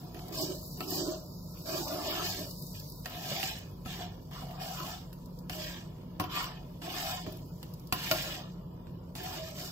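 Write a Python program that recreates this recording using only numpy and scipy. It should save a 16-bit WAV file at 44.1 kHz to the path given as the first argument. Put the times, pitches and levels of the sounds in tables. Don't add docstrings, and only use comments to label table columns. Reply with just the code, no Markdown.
import sys
import numpy as np
from scipy import signal
from scipy.fft import rfft, irfft, next_fast_len
from scipy.io import wavfile
from scipy.ndimage import uniform_filter1d, map_coordinates

SR = 44100
rng = np.random.default_rng(int(sys.argv[2]) if len(sys.argv) > 2 else 0)


def to_wav(sig):
    pcm = np.clip(np.atleast_2d(sig), -1, 1) * 32767
    pcm = np.round(pcm).astype(np.int16)
    wavfile.write(sys.argv[1], SR, pcm.T)


def nominal_scale(level):
    x = np.asarray(level, float) / 20
    return 10 ** x


N = 428211

# land_s, full_s, lift_s, rasp_db, ring_db
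RIM_STROKES = [(0.324, 0.398, 0.43, -39.5, -40.5), (0.462, 0.505, 0.51, -51, -43.5),
               (0.875, 0.93, 0.98, -39, -42.5), (0.954, 1.006, 1.005, -43, -39.5),
               (1.045, 1.067, 1.12, -48, -43), (1.657, 1.69, 1.81, -42.5, -39.5),
               (1.806, 1.87, 1.96, -50, -46), (2.184, 2.25, 2.322, -40, -46),
               (2.353, 2.39, 2.41, -48, -45.5)]
# land_s, full_s, lift_s, rasp_db, ring_db
BOTTOM_STROKES = [(-0.1, -0.05, 0.15, -66, -56.5), (0.144, 0.168, 0.35, -61, -49.5),
                  (0.776, 0.83, 0.84, -55.5, -46.5), (1.54, 1.58, 1.53, -58.5, -52),
                  (1.868, 1.917, 2, -48, -38.5), (2.004, 2.067, 2.186, -44, -36.5),
                  (2.742, 2.753, 2.745, -56, -72), (3.047, 3.15, 3.42, -52, -47.5),
                  (3.217, 3.306, 3.462, -44, -42.5), (3.375, 3.413, 3.506, -47, -50),
                  (3.85, 3.886, 3.946, -52, -49.5), (3.925, 4.026, 4.02, -53, -42.5),
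                  (4.312, 4.337, 4.41, -55, -46), (4.413, 4.505, 4.6, -61, -46),
                  (4.507, 4.53, 4.3, -77, -43.5), (4.596, 4.62, 4.905, -48.5, -44),
                  (4.773, 4.8, 4.93, -56.5, -50), (4.846, 4.884, 4.96, -63, -70),
                  (5.494, 5.531, 5.69, -49, -49), (5.576, 5.63, 5.78, -57, -52.5),
                  (6.194, 6.2, 6.24, -55.5, -41.5), (6.293, 6.33, 6.35, -48, -41),
                  (6.342, 6.374, 6.4, -43, -34.5), (6.42, 6.44, 6.45, -60, -53),
                  (6.815, 6.846, 7.05, -52, -44.5), (6.902, 6.966, 7.12, -45.5, -41),
                  (7.062, 7.11, 7.15, -46, -44), (7.262, 7.272, 7.29, -59, -47),
                  (7.615, 7.63, 7.6, -63.5, -65), (7.922, 7.945, 8.35, -49, -48),
                  (7.96, 8.06, 8.23, -44.5, -56), (8.108, 8.103, 8.14, -40, -28.5),
                  (8.185, 8.214, 8.42, -78, -49), (9.151, 9.163, 9.19, -50.5, -47),
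                  (9.2, 9.262, 9.38, -48.5, -44.5), (9.336, 9.39, 9.1, -50, -47.5),
                  (9.43, 9.493, 9.47, -48.5, -47.5), (9.55, 9.59, 9.66, -47, -48),
                  (9.652, 9.71, 9.45, -50.5, -52.5)]
# time_s, driven_pitch_hz, wall_db, bowl_db
CONTACT = [(0.1, 724, -3, -2.5), (0.28, 724, -3, -2), (0.36, 594, -1, -1.5), (0.45, 620, 4.5, 1.5),
           (0.6, 570, 1.5, -1), (0.8, 736, 6, 1), (0.93, 732, 0, -2.5), (1.0, 600, 3.5, -0.5),
           (1.2, 620, 0, -1.5), (1.68, 630, -6, 0.5), (1.75, 620, 1, 8), (1.84, 694, -5, -6.5),
           (1.93, 590, -5.5, -3), (2.01, 690, -5, -5.5), (2.12, 637, -4.5, -0.5), (2.2, 880, -2, 1.5),
           (2.32, 844, -8, 5), (2.4, 625, 4.5, 3.5), (3.1, 710, -8, 1.5), (3.3, 730, -14, 0),
           (3.45, 760, -12, 0), (4.0, 710, -24, 2), (4.3, 1050, -22, -0.5), (4.39, 1090, -15, 0.5),
           (4.44, 770, -15, -0.5), (4.74, 770, -23, -3.5), (4.79, 1110, -14, -2), (4.83, 1060, -9, -2.5),
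           (4.88, 720, -11, -2), (5.52, 706, -4, -2), (5.66, 603, -7, 0), (6.2, 1030, -2, 1),
           (6.3, 1130, -2, 1.5), (6.42, 1270, -19, 3), (6.85, 724, -3.5, 2.5), (7.05, 746.6, -16, -1),
           (7.18, 940, -24, -2.5), (7.28, 614, 6, 0), (7.94, 980.3, 2, 0), (8.07, 950, -12, 0.5),
           (8.11, 640, -6.5, -1), (8.35, 650, -6, 1), (9.16, 790, -4.5, -2.5), (9.3, 770, -4, -2),
           (9.38, 652, -9.5, 0.5), (9.55, 620, -10, -4.5), (9.68, 690, -12, -6)]
# pitch_hz, width_hz, level_db
RIM_MODES = [(558.6, 19.3, -2.5), (603.5, 18, 0.5), (637.2, 18.3, 1)]
# pitch_hz, width_hz, level_db
BOTTOM_MODES = [(652.3, 12.8, -5), (724, 21, -0.5), (789, 13.4, -4.5), (872.4, 29, -9)]
# pitch_hz, width_hz, level_db
SIDE_MODES = [(1013, 36, 0), (1087.4, 24, 1), (1174, 35, -1), (1302, 40, -1), (1438, 60, -5.5),
              (940, 26, -5.5)]
# pitch_hz, width_hz, level_db
WALL_MODES = [(295, 25.5, -0.5), (343, 20.5, 1), (374.6, 19, 0), (423.4, 29.6, -7)]
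# pitch_hz, width_hz, level_db
BOWL_MODES = [(1576, 80, -4.5), (1747, 260, -3), (2210, 180, -5), (2526, 98, -2), (2795, 70, 0),
              (2943, 49, 1), (3062, 45, 2), (3403, 540, -3)]
# pitch_hz, width_hz, level_db
HANDLE_MODES = [(3616, 67, -5.5), (4600, 67, -10), (4660, 18, -1.5), (5135, 26, 6), (5670, 33, -4)]
# pitch_hz, level_db (per Hz)
EDGE = [(3000, -43), (3750, -7), (4400, -2.5), (5100, 0), (6000, -8), (7600, -7), (8600, -14), (9500, -18),
        (10500, -56)]
# start_s, length_s, pitch_hz, level_db
SINGING = [(0.31, 0.088, 4628, -51), (0.322, 0.175, 647, -45), (0.339, 0.123, 1101, -50),
           (0.38, 0.082, 2740, -54), (0.386, 0.088, 5108, -48), (0.409, 0.082, 4640, -51),
           (0.595, 0.094, 625, -54), (0.96, 0.291, 634, -43), (1.639, 0.129, 655, -42),
           (1.732, 0.082, 1186, -49), (1.848, 0.088, 5025, -53), (1.877, 0.1, 654, -42),
           (1.947, 0.094, 721, -44), (2.005, 0.187, 652, -42), (2.179, 0.088, 3676, -52),
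           (2.185, 0.1, 1826, -53), (2.203, 0.1, 1434, -52), (2.226, 0.088, 5076, -46),
           (2.243, 0.1, 715, -52), (2.365, 0.14, 660, -49), (3.12, 0.1, 715, -52), (3.236, 0.094, 723, -47),
           (3.334, 0.164, 769, -46), (3.985, 0.117, 719, -49), (4.519, 0.268, 755, -46),
           (4.763, 0.1, 1020, -48), (5.471, 0.274, 625, -47), (6.318, 0.111, 1177, -42),
           (6.806, 0.111, 717, -49), (6.899, 0.105, 4639, -52), (6.992, 0.256, 726, -43),
           (7.061, 0.088, 1269, -52), (7.061, 0.094, 3746, -52), (7.148, 0.082, 1037, -53),
           (7.241, 0.105, 628, -53), (7.996, 0.105, 886, -52), (7.996, 0.105, 968, -53),
           (8.234, 0.088, 1409, -52), (8.327, 0.094, 624, -51), (9.18, 0.193, 732, -43),
           (9.337, 0.239, 645, -46), (9.563, 0.111, 714, -52)]
# start_s, peak_db, ring_db, thud_db
KNOCKS = [(0.146, -36, -1, 1), (0.8063, -23.5, -0.5, -3), (1.8794, -29.5, -10, -3), (2.1084, -24, -8, -8),
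          (2.2163, -27, 3, -14), (3.058, -24.5, -4.5, -26), (3.12, -35, -5, -3), (3.3157, -36.5, 7, 16),
          (3.43, -21, -18, -12), (3.438, -26, -14, -12), (3.467, -43, -12, -12), (3.8593, -34, -10, 7.5),
          (4.3114, -40.5, 2, 3), (4.8, -33, 6, -18), (5.497, -25, -4, -10), (6.1985, -21, -3, -0.5),
          (6.206, -26, 2.5, 4.5), (6.2394, -30, -4, 4), (6.8197, -35, 0, -6), (7.2645, -42, 15, 20),
          (7.9245, -13.5, -10, -6.5), (8.113, -10, -6.5, -17), (8.7745, -59, 16, 18),
          (8.8696, -50, -2.2, 17), (9.153, -30.5, -9, -16), (9.3366, -36, -6, 0)]
# start_s, peak_db
CATCHES = [(0.3431, -47), (0.069, -51), (0.169, -41), (0.1927, -36), (0.7083, -52.5), (0.7517, -47),
           (0.877, -37.5), (0.926, -43), (1.5723, -40), (1.6162, -50), (1.6671, -35), (2.257, -35),
           (3.049, -44), (4.3515, -46), (4.5095, -36.5), (4.602, -38), (4.62, -36), (4.7033, -40),
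           (4.8735, -46), (5.129, -40), (6.3455, -39), (6.4427, -26.5), (6.9304, -35), (7.4884, -54),
           (7.629, -33), (9.6056, -46)]
# pitch_hz, width_hz, level_db
CLANG_MODES = [(1040, 44, -1), (1416, 90, -1), (1820, 150, 3.5), (2740, 91, 7), (4640, 100, 1.5)]
# start_s, pitch_hz, peak_db
STRUCK_MODES = [(0.8063, 732, -39), (0.8063, 1303, -37), (0.8063, 2686, -42), (3.058, 716, -44),
                (3.058, 1367, -48), (3.058, 1846, -38), (3.058, 3068, -48), (3.3157, 581, -38),
                (3.43, 759, -35), (3.43, 2799, -33), (3.43, 3058, -35), (3.43, 4506, -40),
                (3.8593, 743, -48), (3.8593, 1303, -44), (5.497, 716, -42), (5.497, 1384, -47),
                (5.497, 3036, -44), (6.1985, 738, -36), (6.1985, 1071, -30), (6.1985, 1394, -41),
                (6.1985, 1712, -41), (6.1985, 2643, -38), (6.2394, 727, -39), (6.2394, 1007, -38),
                (6.4427, 1050, -39), (7.9245, 721, -33), (7.9245, 1028, -29), (7.9245, 1362, -39),
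                (7.9245, 2643, -32), (7.9245, 3058, -37), (7.9245, 4678, -39), (8.113, 635, -26),
                (8.113, 1066, -32), (8.113, 1405, -28), (8.113, 2961, -29), (8.113, 4613, -28),
                (8.113, 5249, -31)]
# time_s, level_db
SIZZLE = [(0.0, -64), (0.26, -61.5), (0.55, -53), (0.86, -51.5), (1.22, -60), (1.55, -57.5), (1.75, -48.5),
          (2.35, -52.5), (2.73, -53), (2.95, -57), (3.5, -61.5), (3.8, -67), (5.2, -67.5), (6.1, -71.5),
          (7.45, -64), (7.9, -68), (8.5, -73), (9.1, -72)]
# pitch_hz, level_db (per Hz)
FIZZ = [(7000, -54), (9000, -9.5), (10500, -1), (12000, 2), (14000, 5.5), (15500, 1), (17000, -46)]
# start_s, peak_db, lower_part_db
SPITS = [(0.2823, -42.5, -10), (0.4115, -31, -17), (0.9057, -28.5, -16), (2.4892, -49, -16),
         (2.5092, -42, -3), (2.6228, -42.5, -10), (2.667, -44, -8), (2.7982, -42.5, -4), (2.8988, -42, -15),
         (2.9206, -45, -6.5), (3.0989, -43, -19), (3.586, -45, -15), (4.8319, -42, -9),
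         (5.1292, -47, -11.5), (5.2585, -55.5, -4), (5.388, -50, -6), (5.7563, -62, -8), (6.3555, -37, -17),
         (6.429, -39, -25), (7.3238, -43, -13), (7.3703, -46.5, -12), (7.6287, -44, -10),
         (7.7377, -45.5, -9.5), (7.7962, -50.5, -9), (7.8715, -48, -8.5), (8.223, -36, -12),
         (9.2353, -38, -17)]
# pitch_hz, level_db (per Hz)
HUM = [(12, -53), (24, 1), (32, -12), (42, -1), (70, -10.5), (161, -0.5), (187, -1.5), (209, -13),
       (247, -7), (326, -27), (489, -12.5), (695, -32.5), (988, -17), (1300, -51.5), (4000, -66.5)]
# pitch_hz, width_hz, level_db
FAN_BANDS = [(46.3, 11, -10), (99.4, 5.6, -6), (146.3, 5.5, -2), (165.8, 10, -12.5), (71.7, 6, -14.5),
             (130.8, 4.5, -9), (239.3, 5.7, -15)]
# pitch_hz, t60_s
KITCHEN = [(200, 0.25), (2000, 0.53), (12000, 0.049)]
# pitch_hz, likeness (0 to 1)
NEAR = [(60, .95), (200, .9), (350, .8), (700, .75), (1200, .55), (2500, .22), (6000, .3), (15000, .2)]
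# pitch_hz, likeness (0 to 1)
FAR = [(60, 0.96), (130, 1), (290, 0.93), (640, 0.046), (1410, 0), (3100, 0.31), (6820, 0.23),
       (15000, 0.11)]
# pitch_hz, left_minus_right_db
PORTS = [(60, 1.5), (92, -1.5), (140, 0.0), (210, 0), (330, -7), (500, -2.5), (770, 4), (1170, 0.5),
         (1790, -1.5), (2740, -1.5), (4190, -0.5), (6410, -5.5), (9810, -12.5), (15000, 19.5)]
# pitch_hz, depth_db
SPARED = [(600, 60), (1000, 13), (1500, 8), (2500, 8), (4000, 12), (6000, 11), (8000, 11), (9300, 4.8),
          (11000, 9), (13500, 14), (15900, 12), (16200, -30)]
# time_s, shortage_db
SHORTAGE = [(0, 4), (0.8, 4), (0.9, 6), (0.95, 4), (2.9, 3), (3.1, 1), (3.6, 0), (3.76, 5.5), (3.9, 0),
            (4.25, 5.5), (4.35, 0), (4.7, 2), (5.0, 0), (5.4, 3), (5.5, -1), (7.1, -1), (7.19, 5),
            (7.38, -1), (7.45, 5), (7.58, 6), (7.62, -2), (8.45, -1.5), (8.75, 5), (8.9, 0), (9.05, 2),
            (9.2, 0), (9.5, 2), (9.7, 2)]

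RISE_DB = 9
RASP_FALL, RING_FALL, FIZZ_FALL = 127, 142, 180
RIM_BOWL_DB, BOTTOM_BOWL_DB, RIM_FIZZ_DB, BOTTOM_FIZZ_DB = -7, 1.9, -3.5, -2.5
REST_RING_DB, REST_WALL_DB, REST_BOWL_DB, STEAM_RASP_DB = -60, -58, -72.5, -2
EARLY_BOWL_FALL, BOWL_STAYS_S = 150, 3.03
LINGER_FALL, LINGER_DB, LINGER_HZ = 54, -14, 620
CATCH_RING_DB, CATCH_THUD_DB, BRIGHT_DB = -19, -14, -16.5
LIFE_S, LIFE_GROWS = 0.038, 0.17
RING_T60_S, RING_SHORTENS = .09, .6
SING_WAVER_HZ, SING_SWAY_DB = 7, 2.2
HUM_DB = -44
MOTOR_HZ, MOTOR_DB, MOTOR_SWAY_DB = 175, -49.5, 2.5
LAG = 6 / SR


def strokes():
    _, wall_db, bowl_db = curves(CONTACT)
    drive = ring_pressure()
    ring = pan_ring(lambda body: friction(body, 2.42, 150), spread=0.12, rest=0.55)
    ring = np.hypot(drive, lingering()) * ring
    wall = np.hypot(drive * nominal_scale(wall_db), nominal_scale(REST_WALL_DB)) * friction(modes(WALL_MODES), 1.86, 90)

    rasp = pressure(column=3, fall=RASP_FALL, rim_db=0, bottom_db=0)
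    rasp = np.hypot(rasp, nominal_scale(curves(SIZZLE)[0] + STEAM_RASP_DB))
    scoop = pressure(3, RASP_FALL, RIM_BOWL_DB, BOTTOM_BOWL_DB, early_fall=EARLY_BOWL_FALL)
    stays = np.arange(N) / SR > BOWL_STAYS_S
    scoop = np.hypot(scoop, nominal_scale(REST_BOWL_DB) * stays)
    edge = rasp * friction(lambda f: shape(EDGE)(f) + 0.96 * modes(HANDLE_MODES)(f), 1.5, 300)
    edge = edge + scoop * nominal_scale(bowl_db) * friction(modes(BOWL_MODES), 2.0, 200)
    mix = nominal_scale(-1.8) * ring + nominal_scale(0.3) * wall + nominal_scale(2.5) * edge
    return patchy(mix, depth=[(600, 2), (1500, 3.2), (4000, 3.4)])  # (Hz, dB)


def pressure(column, fall, rim_db, bottom_db, early_fall=None):
    rows = np.array(RIM_STROKES + BOTTOM_STROKES)[..., None]
    land, full, lift = rows[:, 0], rows[:, 1], rows[:, 2]
    place_db = np.repeat([rim_db, bottom_db], [len(RIM_STROKES), len(BOTTOM_STROKES)])
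    db = rows[:, column] + place_db[:, None]
    t = np.arange(0, N + 44, 44) / SR
    fall = np.where(land < BOWL_STAYS_S, early_fall or fall, fall)
    db = db - RISE_DB * np.clip((full - t) / (full - land), 0, 1)
    db = db - fall * np.maximum(t - lift, 0)
    power = np.sum(nominal_scale(2 * db) * (t >= land), axis=0)
    return np.interp(np.arange(N) / SR, t, np.sqrt(power))


def ring_pressure():
    return pressure(column=4, fall=RING_FALL, rim_db=0, bottom_db=0)


def lingering():
    after = pressure(column=4, fall=LINGER_FALL, rim_db=LINGER_DB, bottom_db=LINGER_DB)
    return np.hypot(after, nominal_scale(REST_RING_DB))


def pan_ring(drive, spread, rest):
    driven = 1 / (1 + (lingering() / (ring_pressure() + 1e-9)) ** 2)
    contact_hz = np.clip(curves(CONTACT)[0], 400, 1600)
    pitch = contact_hz ** driven * LINGER_HZ ** (1 - driven)
    share = []
    for hz, part in ((595, 0.42), (740, 0.71), (1150, 1.0)):
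        share.append(part * rest + np.exp(-(np.log(pitch / hz) / spread) ** 2))
    total = np.sqrt(sum(w ** 2 for w in share))
    families = (RIM_MODES, BOTTOM_MODES, SIDE_MODES)
    return sum(w / total * drive(modes(family)) for w, family in zip(share, families))


def patchy(x, depth):
    hz, _, z = signal.stft(x, SR, nperseg=1024, noverlap=768)
    field = uniform_filter1d(rng.standard_normal(z.shape[1:]), size=2, axis=0)
    field = unit(uniform_filter1d(field, size=13, axis=1))
    z = z * nominal_scale(along(depth, hz)[:, None] * (field - 0.5847))
    return signal.istft(z, nperseg=1024, noverlap=768)[1][:, :N]


def singing():
    out = np.zeros((2, N + SR))
    for s, length, hz, db in SINGING:
        swell = np.hanning(round(min(length, .39) * SR)) ** .7
        add(out, s, hz, nominal_scale(db) * swell, waver_hz=SING_WAVER_HZ)
    return out[:, :N] * nominal_scale(SING_SWAY_DB * wobble(45))


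def knocks():
    snags = [(s, db, CATCH_RING_DB, CATCH_THUD_DB) for s, db in CATCHES]
    s, db, ring_db, thud_db = np.transpose(KNOCKS + snags)
    t60 = LIFE_S * nominal_scale(LIFE_GROWS * (db + 30))
    spoon = filtered(bursts(s, db - 2.5, t60), lambda f: (
        .7 * modes(BOWL_MODES)(f) + modes(CLANG_MODES)(f) + 0.44 * shape(EDGE)(f)))
    crack = filtered(bursts(s, db + 6.5, 0.2 * t60), lambda f: f / (f + 600) * nominal_scale(-f / 600))
    push = bursts(s, db + ring_db + 15, 0.33 * t60)
    pan = pan_ring(lambda body: filtered(push, body), spread=0.26, rest=0.85)
    pan = pan + nominal_scale(-7.0) * filtered(push, modes(WALL_MODES))
    bright = filtered(bursts(s, db + BRIGHT_DB + 1.0, 2.2 * t60), shape(FIZZ))
    hob = modes([(121, 51, 0.5), (180, 256, -8.5)])
    thud = filtered(bursts(s, db + thud_db + 17.5, 1.45 * t60), hob)
    return spoon + crack + pan + bright + thud


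def struck_modes():
    out, t = np.zeros((2, N + SR)), np.arange(SR // 5) / SR
    for s, hz, db in STRUCK_MODES:
        t60 = RING_T60_S * (1000 / hz) ** RING_SHORTENS
        add(out, s, hz, nominal_scale(db - 60 * t / t60) * (1 - np.exp(-t / .0007)), waver_hz=4)
    return out[:, :N]


def sizzle():
    bared = pressure(column=3, fall=FIZZ_FALL, rim_db=RIM_FIZZ_DB, bottom_db=BOTTOM_FIZZ_DB)
    level = np.hypot(bared, nominal_scale(curves(SIZZLE)[0]))
    fizz = level * nominal_scale(1.0) * friction(shape(FIZZ), 1.6, 250)
    s, db, low_db = np.transpose(SPITS)
    life = np.full(len(s), .035)
    spit = filtered(bursts(s, db + 2.0, life), shape(FIZZ))
    spit_low = filtered(bursts(s, db + low_db + 15.5, life), shape(EDGE))
    return fizz + spit + spit_low


def hum():
    air = friction(shape(HUM), 0.67, 12)
    motor = friction(modes(FAN_BANDS), 0.2, 3.2)
    phase = 2 * np.pi * np.cumsum(MOTOR_HZ + 0.804 * wobble(3)) / SR
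    line = nominal_scale(MOTOR_DB + MOTOR_SWAY_DB * wobble(4)) * np.sin(phase)
    return alike(nominal_scale(HUM_DB - 3.5) * air + nominal_scale(HUM_DB - 5.0) * motor, FAR) + line


def kitchen(x):
    hz, t, z = signal.stft(rng.standard_normal((2, SR // 3)), SR, nperseg=256)
    tail = signal.istft(z * nominal_scale(-60 * t / along(KITCHEN, hz)[:, None]), SR, nperseg=256)[1]
    return signal.fftconvolve(x, tail / np.linalg.norm(tail[0]), axes=1)[:, :N]


def friction(response, grit_db, rate):
    grit = nominal_scale(grit_db * (wobble(rate) + .6 * wobble(rate / 7)))
    return unit(filtered(grit * rng.standard_normal((2, N)), response))


def bursts(times, peak_db, t60):
    out, t = np.zeros((2, N + SR)), np.arange(SR // 8) / SR
    for s, db, life in zip(times, peak_db, t60):
        decay = nominal_scale(db - 60 * t / max(life, .003))
        out[:, round(s * SR):][:, :len(t)] += decay * rng.standard_normal((2, len(t)))
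    return out[:, :N]


def add(out, s, hz, envelope, waver_hz):
    drift = np.interp(np.arange(len(envelope)) / SR, np.arange(40) / 100, rng.standard_normal(40))
    phase = 2 * np.pi * (np.cumsum(hz + waver_hz * drift) / SR + rng.random((2, 1)))
    out[:, round(s * SR):][:, :len(envelope)] += envelope * np.sin(phase)


def modes(table):
    def response(f):
        total = 0
        for k, (c, w, db) in enumerate(table):
            total = total + (-1) ** k * nominal_scale(db) * 1j * f * w / (c * c - f * f + 1j * f * w)
        return total
    return response


def shape(points):
    def response(f):
        cepstrum = irfft(along(points, f) * np.log(10) / 20)
        cepstrum[1:len(f) - 1] *= 2
        cepstrum[len(f):] = 0
        return np.exp(rfft(cepstrum))
    return response


def filtered(x, response):
    m = next_fast_len(N + SR // 2)
    low, part = np.divmod(np.arange(m // 2 + 1), 8)
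    coarse = response(np.arange(low[-1] + 2) * 8 * SR / m)
    fine = coarse[..., low] + part / 8 * np.diff(coarse)[..., low]
    return irfft(rfft(x, m) * fine, m)[..., :N]


def alike(pair, likeness):
    def turn(hz):
        angle = np.arccos(np.clip(along(likeness, hz), -1, 1)) / 2
        return np.array([np.cos(angle), np.sin(angle)])
    mid, side = filtered(pair, turn)
    return np.array([mid + side, mid - side])


def unit(x):
    return x / np.sqrt(np.mean(x ** 2) + 1e-20)


def along(points, hz):
    f, v = np.transpose(points)
    return np.interp(np.log(hz + 1), np.log(f + 1), v)


def curves(rows):
    s, *cols = np.transpose(rows)
    return [np.interp(np.arange(N) / SR, s, c) for c in cols]


def wobble(rate):
    knots = rng.standard_normal(int(N * rate / SR) + 4)
    return map_coordinates(knots, [np.arange(N) * rate / SR], order=1)


def scene():
    blows = knocks() + nominal_scale(2.5) * struck_modes()
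    rubbing = strokes() + nominal_scale(1.5) * singing()
    near = rubbing + sizzle() + blows + nominal_scale(-13.5) * kitchen(blows)
    return alike(near, NEAR) + hum()


def starve(x, scatter_db, step_db):
    lead, sine = 1024 - 343, np.sin(np.pi * (np.arange(2048) + .5) / 2048)
    hz, t, z = signal.stft(np.pad(x, ((0, 0), (lead, 0))), SR, window=sine, nperseg=2048)
    edges = np.r_[np.arange(0, 96, 8), np.geomspace(96, 320, 16), np.arange(320, 1025, 32)]
    edges = np.unique(np.round(edges).astype(int))
    width = np.diff(np.r_[edges, len(hz)])
    power = np.add.reduceat(np.abs(z) ** 2, edges, axis=1) / width[:, None]
    audible = (hz[edges] > 1000) & (hz[edges] < 15500)
    loud = np.mean(power[:, audible], axis=1, keepdims=True)

    chance = rng.standard_normal(power.shape) + rng.standard_normal(power.shape[1:])
    luck = scatter_db * unit(uniform_filter1d(chance, size=3, axis=2))
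    luck = luck + np.interp(t, *np.transpose(SHORTAGE))
    kept = power > loud * nominal_scale(2 * (luck - along(SPARED, hz[edges])[:, None]))
    floor = loud * nominal_scale(-2 * (along(SPARED, hz)[:, None] + step_db))
    thinned = z * (np.abs(z) ** 2 > floor) * np.repeat(kept, width, axis=1)
    struck = loud[..., 2:] > nominal_scale(2 * 14) * loud[..., :-2]
    thinned[..., 2:] = np.where(struck, z[..., 2:], thinned[..., 2:])
    thinned[..., :2] = (z * (np.abs(z) ** 2 > floor))[..., :2]
    return signal.istft(thinned, SR, window=sine, nperseg=2048)[1][:, lead:lead + N]


def low_pass(x):
    return signal.sosfilt(signal.butter(12, 16480, fs=SR, output="sos"), x)


def record(dry):
    half = np.array([[.5], [-.5]])

    def port(hz):
        db = along(PORTS, hz)
        tilt = nominal_scale(db * half) / np.sqrt(np.cosh(db * np.log(10) / 20))
        late = np.exp(-2j * np.pi * hz * LAG * half)
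        return tilt * late / np.sqrt(1 + (37 / (hz + 1)) ** 8)
    thin = starve(filtered(dry, port), scatter_db=4.8, step_db=-.5)
    return low_pass(thin)


dry = scene()
out = record(dry)
to_wav(out)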